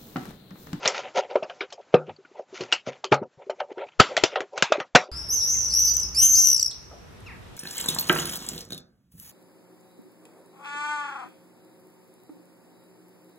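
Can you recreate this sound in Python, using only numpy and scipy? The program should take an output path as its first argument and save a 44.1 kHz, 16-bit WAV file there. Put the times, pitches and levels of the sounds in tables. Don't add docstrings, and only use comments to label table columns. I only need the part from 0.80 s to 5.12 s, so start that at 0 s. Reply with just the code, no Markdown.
import sys
import numpy as np
from scipy import signal
from scipy.fft import rfft, irfft, next_fast_len
from scipy.io import wavfile
from scipy.ndimage import uniform_filter1d, map_coordinates

SR = 44100
rng = np.random.default_rng(int(sys.argv[2]) if len(sys.argv) > 2 else 0)


def digitize_waveform(pressure):
    field = np.atleast_2d(pressure).T
    bounded = np.clip(field, -1, 1)
    quanta = np.round(bounded * 32767).astype(np.int16)
    wavfile.write(sys.argv[1], SR, quanta)


def boost(x):
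    u = np.asarray(x, float) / 20
    return 10 ** u


N = 190335
SPAN = 8192

# pitch in Hz, width in Hz, level in dB.
BOX_MODES = [(385, 43, 5), (527.3, 78, 6.5), (621.4, 72, 3), (739, 31, 4.5), (934, 140, 0),
             (1000, 110, -3.5), (1260, 240, 0), (1390, 420, -17.5)]
# pitch in Hz, width in Hz, level in dB.
TABLE_MODES = [(100, 37, -11), (152, 61, 0), (248, 73, 4.5)]
# frequency in Hz, level in dB.
SKIN_COLOUR = [(880, -8.5), (1500, -8), (1740, -10), (2320, -9.5), (2530, -8.5), (3860, -14), (6100, -16),
               (7560, -20.5), (8300, -36.5), (10800, -73), (18300, -120)]
# frequency in Hz, level in dB.
CARD_COLOUR = [(590, -24.5), (1000, 3.5), (1140, -6.5), (1350, 7.5), (1540, -2.5), (2090, 2.5), (3910, -3),
               (6540, -3), (7660, -19), (8300, -44), (10800, -94), (18300, -120)]
# frequency in Hz, level in dB.
HUSH_COLOUR = [(15, -38.5), (30, -27.5), (100, -9), (300, -5), (600, -2), (1000, -5.5), (2500, -13),
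               (5000, -18.5), (7500, -19.5), (8300, -42.5), (11000, -90)]
# frequency in Hz, time to fall 60 dB in seconds.
ROOM_FADE = [(150, 0.11), (600, 0.093), (2000, 0.11), (7000, 0.073)]
# frequency in Hz, side minus mid in dB.
PORT_SPREAD = [(100, -12.5), (500, -26), (1200, -20), (2200, -27.5), (3600, -20), (4600, -31), (6000, -25),
               (7600, -35)]
# frequency in Hz, left minus right in dB.
PORT_LEAN = [(100, 0), (300, 1.5), (600, 0.34), (1200, 0.26), (2200, 1), (6000, 1)]
# frequency in Hz, threshold in dB a bin.
GATE_THRESHOLD = [(100, -82), (250, -76.5), (500, -64.5), (2000, -67.5), (7000, -80)]
# time in seconds, level in dB.
ROOM_LEAK = [(0.0, -51), (0.1, -53.5), (0.34, -59), (0.83, -64.5), (1.12, -67), (1.67, -70), (1.83, -51),
             (1.96, -66), (2.27, -63), (2.41, -80.5), (2.64, -68.5), (3.15, -67), (3.26, -56.5),
             (3.42, -49.5), (3.5, -57.5), (3.65, -68), (4.0, -64), (4.17, -75.5)]
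# start in seconds, peak in dB, pitch in Hz, length in seconds.
PORT_JOLTS = [
    (1.929, -31, 720, 0.0021),
    (2.314, -26, 291, 0.0085),
    (3.199, -3, 71.6, 0.002),
    (3.436, -4.5, 382, 0.0016),
    (3.825, -5, 500, 0.00079),
    (4.152, -11, 384, 0.00072),
]
# start
# in seconds, level in dB, pitch in Hz, time to fall 60 dB in seconds.
LOW_TONES = [
    (0.376, -33, 221, 0.059),
    (1.143, -29, 152, 0.39),
    (1.301, -47.5, 100, 0.17),
    (1.811, -44, 119, 0.19),
    (2.076, -40, 136, 0.18),
    (2.323, -22, 139.3, 0.2),
    (2.575, -43, 137, 0.05),
    (4.153, -22.5, 163.4, 0.058),
]
# start in seconds, box peak in dB, struck panel in Hz,
# table thud in dB.
THUMP_EVENTS = [(0.054, -17, 565, -31.5), (0.624, -19.5, 624, -40.5), (1.1404, 1, 477.7, -12.5),
                (1.281, -30.5, 349, -37.5), (1.806, -21, 365, -33), (2.071, -21.5, 556, -29.5),
                (2.318, -5, 405, -15.5), (2.416, -21, 367, -28), (3.365, -24, 535, -44),
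                (3.603, -23.5, 385, -46.5), (3.981, -21, 366, -60.5)]
# start in seconds, box peak in dB, struck panel in Hz,
# table thud in dB, room in dB.
BAND_EVENTS = [
    (3.198, -3, 419, -8, -14),
    (3.375, -10.5, 650, -40.5, -16.5),
    (3.437, -9.5, 332.5, -27.5, -25.5),
    (3.777, -26.5, 636, -46, -6),
    (3.824, -19, 637, -24.5, -32),
    (3.92, -4, 611, -52, -13.5),
    (4.001, -21, 766, -39, -6.5),
    (4.149, -2, 724, -12.5, -5),
]
# start in seconds, box peak in dB, struck panel in Hz.
PAT_EVENTS = [(0.519, -30, 560), (0.555, -5.5, 571), (0.557, -18, 1008), (0.634, -26, 623),
              (0.979, -34.5, 695), (1.293, -28.5, 850), (1.449, -46, 308), (1.513, -41, 382),
              (1.555, -39, 900), (1.594, -22.5, 560), (2.696, -14.5, 581), (2.914, -27.5, 394),
              (3.201, -9.5, 760), (3.438, -13, 656), (3.73, -39, 483), (3.954, -18.5, 578),
              (4.152, -5.5, 502), (4.288, -35, 425)]
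# start in seconds, box peak in dB, struck panel in Hz.
TAP_EVENTS = [(0.076, -22, 590), (0.696, -30, 703), (0.808, -24.5, 407), (0.922, -34.5, 709),
              (1.385, -40, 377), (1.726, -33, 385), (1.925, -25, 870), (2.239, -22, 737), (2.325, -7, 845),
              (2.425, -34.5, 954), (2.666, -34.5, 385), (2.803, -17, 776), (2.972, -27, 385),
              (3.31, -27.5, 483), (3.526, -30, 550), (3.558, -15, 752), (3.902, -28, 388)]
# start in seconds, peak in dB, centre in Hz, treble in dB,
# burst length in seconds.
SNAP_EVENTS = [(0.0764, -6.5, 5450, -3.5, 0.0016), (1.1428, -13, 1090, -25, 0.0024),
               (1.924, -5.5, 2900, -11, 0.003), (2.2434, -12.5, 1150, -10.5, 0.0011),
               (2.3214, -10, 1263, -33, 0.0049), (2.3426, -17.5, 1590, -7, 0.0017),
               (2.8021, -22.5, 1270, -31, 0.0034), (3.1977, 2, 1260, -17, 0.0045),
               (3.3666, -7, 2030, -11, 0.0025), (3.3756, -10.5, 3260, -12.5, 0.0015),
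               (3.4375, -2, 4625, -9.5, 0.0024), (3.5571, -11, 1390, -53.5, 0.003),
               (3.6052, -14.5, 1860, -18, 0.0021), (3.7762, -18.5, 1270, -9, 0.0039),
               (3.8237, -1.5, 1667, -12.5, 0.0015), (3.922, -7.5, 1270, -18.5, 0.0034),
               (4.1501, 0.5, 1540, -11, 0.01)]
# start in seconds, peak in dB, centre in Hz, treble in dB.
CLICK_EVENTS = [(0.0562, -10.5, 4180, -27), (0.1453, -22.5, 1360, -22), (0.5019, -36.5, 2380, -24),
                (0.5568, -25, 2470, -23), (0.629, -28.5, 2670, -15.5), (0.6977, -28.5, 2970, -24),
                (0.8067, -17.5, 2250, -54.5), (0.9034, -37, 1340, -8), (0.925, -29, 3170, -2.5),
                (1.267, -39.5, 2490, -10.5), (1.293, -35.5, 1997, -38.5), (1.363, -42, 4500, -12.5),
                (1.449, -39, 1450, -30), (1.8078, -25, 3000, -12), (2.4286, -39, 1220, -21),
                (2.698, -28.5, 1263, -20.5), (2.98, -33, 1490, -25.5), (3.0688, -42.5, 2340, -22),
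                (3.731, -46.5, 1100, 1), (4.0008, -16.5, 1103, -20.5)]
# fullest moment in seconds, swell in seconds, box
# hum in dB, scrape in dB.
SLIDE_STROKES = [(0.187, 0.034, -38.5, -35), (0.3807, 0.024, -26.5, -29.5), (.76, 0.14, -50, -55),
                 (1.605, 0.032, -49, -55), (2.082, 0.017, -34, -38), (1.829, 0.033, -41, -44),
                 (1.92, 0.002, -46.5, -36), (1.765, 0.031, -57, -43), (3.762, 0.029, -36.5, -55),
                 (1, 0.0089, -36, -61), (3.196, 0.0026, -26, -29.5), (6, 0.0024, -41, -27)]
# fullest moment in seconds, swell in seconds, box hum in dB,
# scrape in dB.
RUB_STROKES = [(0.121, 0.098, -39, -49.5), (.265, 0.043, -38, -40), (0.438, 0.046, -38, -46.5),
               (0.658, 0.043, -57.5, -62.5), (1.298, 0.028, -45, -47), (2.631, 0.042, -47, -54.5),
               (3.329, 0.048, -37, -49), (3.53, 0.035, -46.5, -41.5), (3.021, 0.047, -32, -45.5),
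               (3.13, 0.03, -61.5, -52.5), (4.302, 0.038, -47, -54.5)]
# fullest moment in seconds, swell in seconds, box hum in dB,
# scrape in dB.
CREEP_STROKES = [
    (1.019, 0.087, -54, -54.5),
    (1.135, 0.012, -49.5, -48),
    (1.575, 0.038, -48.5, -54),
    (1.901, 0.06, -49, -49),
    (2.8, 0.017, -40.5, -46),
    (2.155, 0.068, -44.5, -49),
    (2.923, 0.023, -38, -49.5),
    (3.089, 0.021, -49.5, -53.5),
    (3.808, 0.036, -39, -43.5),
]
# fullest moment in seconds, swell in seconds, box hum in dB,
# scrape in dB.
DRAG_STROKES = [
    (0.047, 0.021, -34, -35.5),
    (0.511, 0.02, -41, -48),
    (2.328, 0.0081, -23.5, -27),
    (3.42, 0.019, -37.5, -42.5),
    (3.96, 0.021, -40, -48.5),
]

THUMP_S, BAND_S, PAT_S, TAP_S, CLICK_S = 0.0031, 0.0028, 0.004, 0.0036, 0.0024
THUMP_ROOM_DB, ROOM_PER_DB, PAT_ROOM_DB, TAP_ROOM_DB = -6.5, -0.2, -8.5, -0.57
CLICK_ROOM_DB, SNAP_ROOM_DB = -0.5, -4.5
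FINGER_THUD_DB = -44
STREAK_DB = 3.3
# (fade over swell, hiss over scrape in dB)
SLIDE, RUB, CREEP, DRAG = (0.89, -6.5), (0.72, -27), (0.41, -13), (2.83, -11.5)


def unit(x):
    return x / np.sqrt(np.mean(x ** 2) + 1e-20)


def strongest(x):
    return x / np.sqrt(np.abs(uniform_filter1d(x ** 2, size=220)).max() + 1e-20)


def along(points, hz):
    f, v = np.transpose(points)
    return np.interp(np.log(hz + 1), np.log(f + 1), v)


def filtered(x, response):
    n = x.shape[-1]
    m = next_fast_len(n + 8192)
    return irfft(rfft(x, m) * response(np.fft.rfftfreq(m, 1 / SR)), m)[..., :n]


def resonance(f, centre, width):
    return 1j * f * width / (centre * centre - f * f + 1j * f * width)


def resonances(modes):
    return lambda f: sum((-1) ** k * boost(db) * resonance(f, centre, width)
                         for k, (centre, width, db) in enumerate(modes))


def wobble(rate):
    knots = rng.standard_normal(int(N * rate / SR) + 4)
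    return map_coordinates(knots, [np.arange(N) * rate / SR])


def patchy(shape, over_hz, over_time):
    blurred = uniform_filter1d(rng.standard_normal(shape), size=over_hz, axis=-2)
    return unit(uniform_filter1d(blurred, size=over_time, axis=-1))


def tail(late_db, late_t60, hold_s):
    hz, t, z = signal.stft(rng.standard_normal((2, SPAN)), SR, nperseg=256)
    early = boost(-60 * t / along(ROOM_FADE, hz)[:, None])
    fade = early + boost(late_db - 60 * t / late_t60)
    streaks = STREAK_DB * patchy(fade.shape, 2, 24)
    uneven = 2.5 * rng.standard_normal((len(hz), 1))
    letting_go = 10 * (t / hold_s) ** 4
    fade = fade * boost(streaks + uneven - letting_go)
    return signal.istft(z * fade, SR, nperseg=256)[1][:, :SPAN]


def add(out, s, near, colour, room_db):
    hold_s = 0.11 * np.abs(near).max() ** 0.3 + 0.024
    answer = filtered(tail(late_db=-19, late_t60=0.51, hold_s=hold_s), colour)
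    answer *= boost(room_db) * np.linalg.norm(near) / np.linalg.norm(answer[0])
    start = round(s * SR)
    out[0, start:start + SPAN] += near
    out[:, start + 220:start + 220 + SPAN] += answer


def hush():
    z = signal.stft(rng.standard_normal((2, N)), nperseg=512)[2]
    flutter = boost(1.2 * patchy(z.shape[1:], 5, 4))
    noise = signal.istft(z * flutter, nperseg=512)[1][:, :N]
    leak_db = np.interp(np.arange(N) / SR, *np.transpose(ROOM_LEAK)) + 4 + 2.2 * wobble(30)
    return boost(leak_db) * unit(filtered(noise, lambda hz: boost(along(HUSH_COLOUR, hz))))


def stroke_rows():
    kinds = [(SLIDE_STROKES, SLIDE), (RUB_STROKES, RUB), (CREEP_STROKES, CREEP), (DRAG_STROKES, DRAG)]
    return [(s, swell, swell * fade, hum, scrape, scrape + hiss)
            for rows, (fade, hiss) in kinds for s, swell, hum, scrape in rows]


def rubbing():
    t, press = np.arange(N) / SR, np.zeros((3, N))
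    for s, swell, fade, *levels in stroke_rows():
        shape = np.exp(-((t - s) / np.where(t < s, swell, fade)) ** 2)
        press += np.outer(boost(levels), shape)
    slips = boost(1.4 * wobble(45) + 3 * wobble(400)) * rng.standard_normal((2, N))
    clumps = boost(3.5 * wobble(40)) * rng.standard_normal((2, N))
    box = resonances(BOX_MODES[:6])
    hum = unit(filtered(clumps, lambda f: box(f) * resonance(f, 710, 860) ** 2))
    scrape = unit(filtered(slips, lambda hz: boost(along(CARD_COLOUR, hz)) / (1 + (hz / 3800) ** 8)))
    hiss = unit(filtered(slips, lambda hz: boost(along(CARD_COLOUR, hz)) / (1 + (3800 / (hz + 1)) ** 8)))
    return press[0] * hum + press[1] * scrape + press[2] * hiss


def knock_rows():
    rows = [(s, db, hz, thud, THUMP_S, THUMP_ROOM_DB + ROOM_PER_DB * db) for s, db, hz, thud in THUMP_EVENTS]
    rows += [(s, db, hz, thud, BAND_S, room) for s, db, hz, thud, room in BAND_EVENTS]
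    rows += [(s, db, hz, db + FINGER_THUD_DB, PAT_S, PAT_ROOM_DB) for s, db, hz in PAT_EVENTS]
    return rows + [(s, db, hz, db + FINGER_THUD_DB, TAP_S, TAP_ROOM_DB) for s, db, hz in TAP_EVENTS]


def knocks():
    out, t = np.zeros((2, N + 2 * SPAN)), np.arange(SPAN) / SR
    table = resonances(TABLE_MODES)
    for s, box_db, panel_hz, thud_db, contact_s, room_db in knock_rows():
        u = t / contact_s
        push = u * np.exp(-2.5 * u)
        modes = [(hz, width, db + 1.7 * rng.standard_normal()) for hz, width, db in BOX_MODES]
        box = resonances(modes + [(panel_hz, 0.049 * panel_hz, 4)])
        near_panel = lambda f: resonance(f, panel_hz, 1.3 * panel_hz) ** 2
        reach = lambda f: box(f) * near_panel(f)
        chatter = push * (np.sin(2 * np.pi * panel_hz * t) + 1.1 * rng.standard_normal(SPAN))
        damped = strongest(filtered(chatter, near_panel))
        ringing = strongest(filtered(chatter, reach))
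        swing = strongest(damped + boost(room_db + 1) * ringing)
        add(out, s, boost(box_db - 6.5) * swing, reach, room_db)
        thud = strongest(filtered(push, table))
        add(out, s, boost(thud_db - 3.5) * thud, table, room_db - 4)
    return out[:, :N]


def crack_rows():
    snaps = [(*row, SNAP_ROOM_DB) for row in SNAP_EVENTS]
    return snaps + [(*row, CLICK_S, CLICK_ROOM_DB) for row in CLICK_EVENTS]


def cracks():
    out, t = np.zeros((2, N + 2 * SPAN)), np.arange(-44, SPAN - 44) / SR
    for s, peak_db, patch_hz, top_db, burst_s, room_db in crack_rows():
        u = np.maximum(t, 0) / burst_s
        slap = u ** 1.85 * (np.exp(-2.5 * u) + 6 * np.exp(-8 * u))
        bass_cut = lambda f: f ** 2 / (f ** 2 + 700 ** 2)
        treble = lambda f: 1 + (boost(top_db + 10.5) - 1) / (1 + (4300 / (f + 1)) ** 6)
        skin = lambda f: boost(along(SKIN_COLOUR, f)) * bass_cut(f) * treble(f)
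        patch = lambda f: resonance(f, patch_hz, 0.1 * patch_hz)
        burst = filtered(slap * rng.standard_normal(SPAN), lambda f: skin(f) * (0.26 + patch(f)))
        walls = lambda f: skin(f) * (1 + 0.35 * patch(f))
        add(out, s - 0.001, boost(peak_db) * burst / np.abs(burst).max(), walls, room_db)
    return out[:, :N]


def drops():
    out, t = np.zeros((2, N + 2 * SPAN)), np.arange(2 * SPAN) / SR
    for s, db, hz, t60 in LOW_TONES:
        onset = 1 - np.exp(-t / 0.0015)
        boom = boost(db - 60 * t / t60) * onset * np.sin(2 * np.pi * hz * t)
        out[:, round(s * SR):][:, :len(t)] += boom
    return out[:, :N]


def jolts():
    out, t = np.zeros((2, N + SPAN)), np.arange(SPAN) / SR
    for s, peak_db, hz, length_s in PORT_JOLTS:
        u = t / length_s
        rough = 0.5 * uniform_filter1d(rng.standard_normal(SPAN), size=3)
        swing = u * np.exp(1 - u) * (np.cos(2 * np.pi * hz * t) + rough)
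        out[0, round(s * SR):][:SPAN] += boost(peak_db) * swing
    return out[:, :N]


def suppressed(x):
    hz, _, z = signal.stft(x, SR, nperseg=512, noverlap=384)
    power = uniform_filter1d(np.abs(z[0]) ** 2, size=7, axis=0)
    power = np.abs(uniform_filter1d(power, size=5, axis=1))
    threshold = boost(2 * along(GATE_THRESHOLD, hz))[:, None]
    keep = (power / (power + threshold)) ** 1.4
    return signal.istft(z * keep, SR, nperseg=512, noverlap=384)[1][:, :N]


def scene():
    mid, other = suppressed(rubbing() + knocks() + cracks() + drops()) + hush()
    side = filtered(other, lambda hz: boost(along(PORT_SPREAD, hz)))
    ports = np.array([mid + side, mid - side])
    leaning = filtered(ports, lambda hz: boost(np.outer([0.5, -0.5], along(PORT_LEAN, hz))))
    return leaning + jolts()


def roll_off(x):
    return signal.sosfilt(signal.butter(12, 8860, fs=SR, output="sos"), x)


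def record(dry):
    treble_cut = lambda hz: 1 / np.sqrt(1 + (hz / 7700) ** 80)
    bass_cut = lambda hz: hz ** 2 / (hz ** 2 + 45 ** 2)
    narrow = filtered(dry, lambda hz: treble_cut(hz) * bass_cut(hz))
    clipped = narrow / (1 + np.abs(narrow / 1.03) ** 12) ** (1 / 12)
    return roll_off(clipped)


dry = scene()
out = record(dry)
digitize_waveform(out)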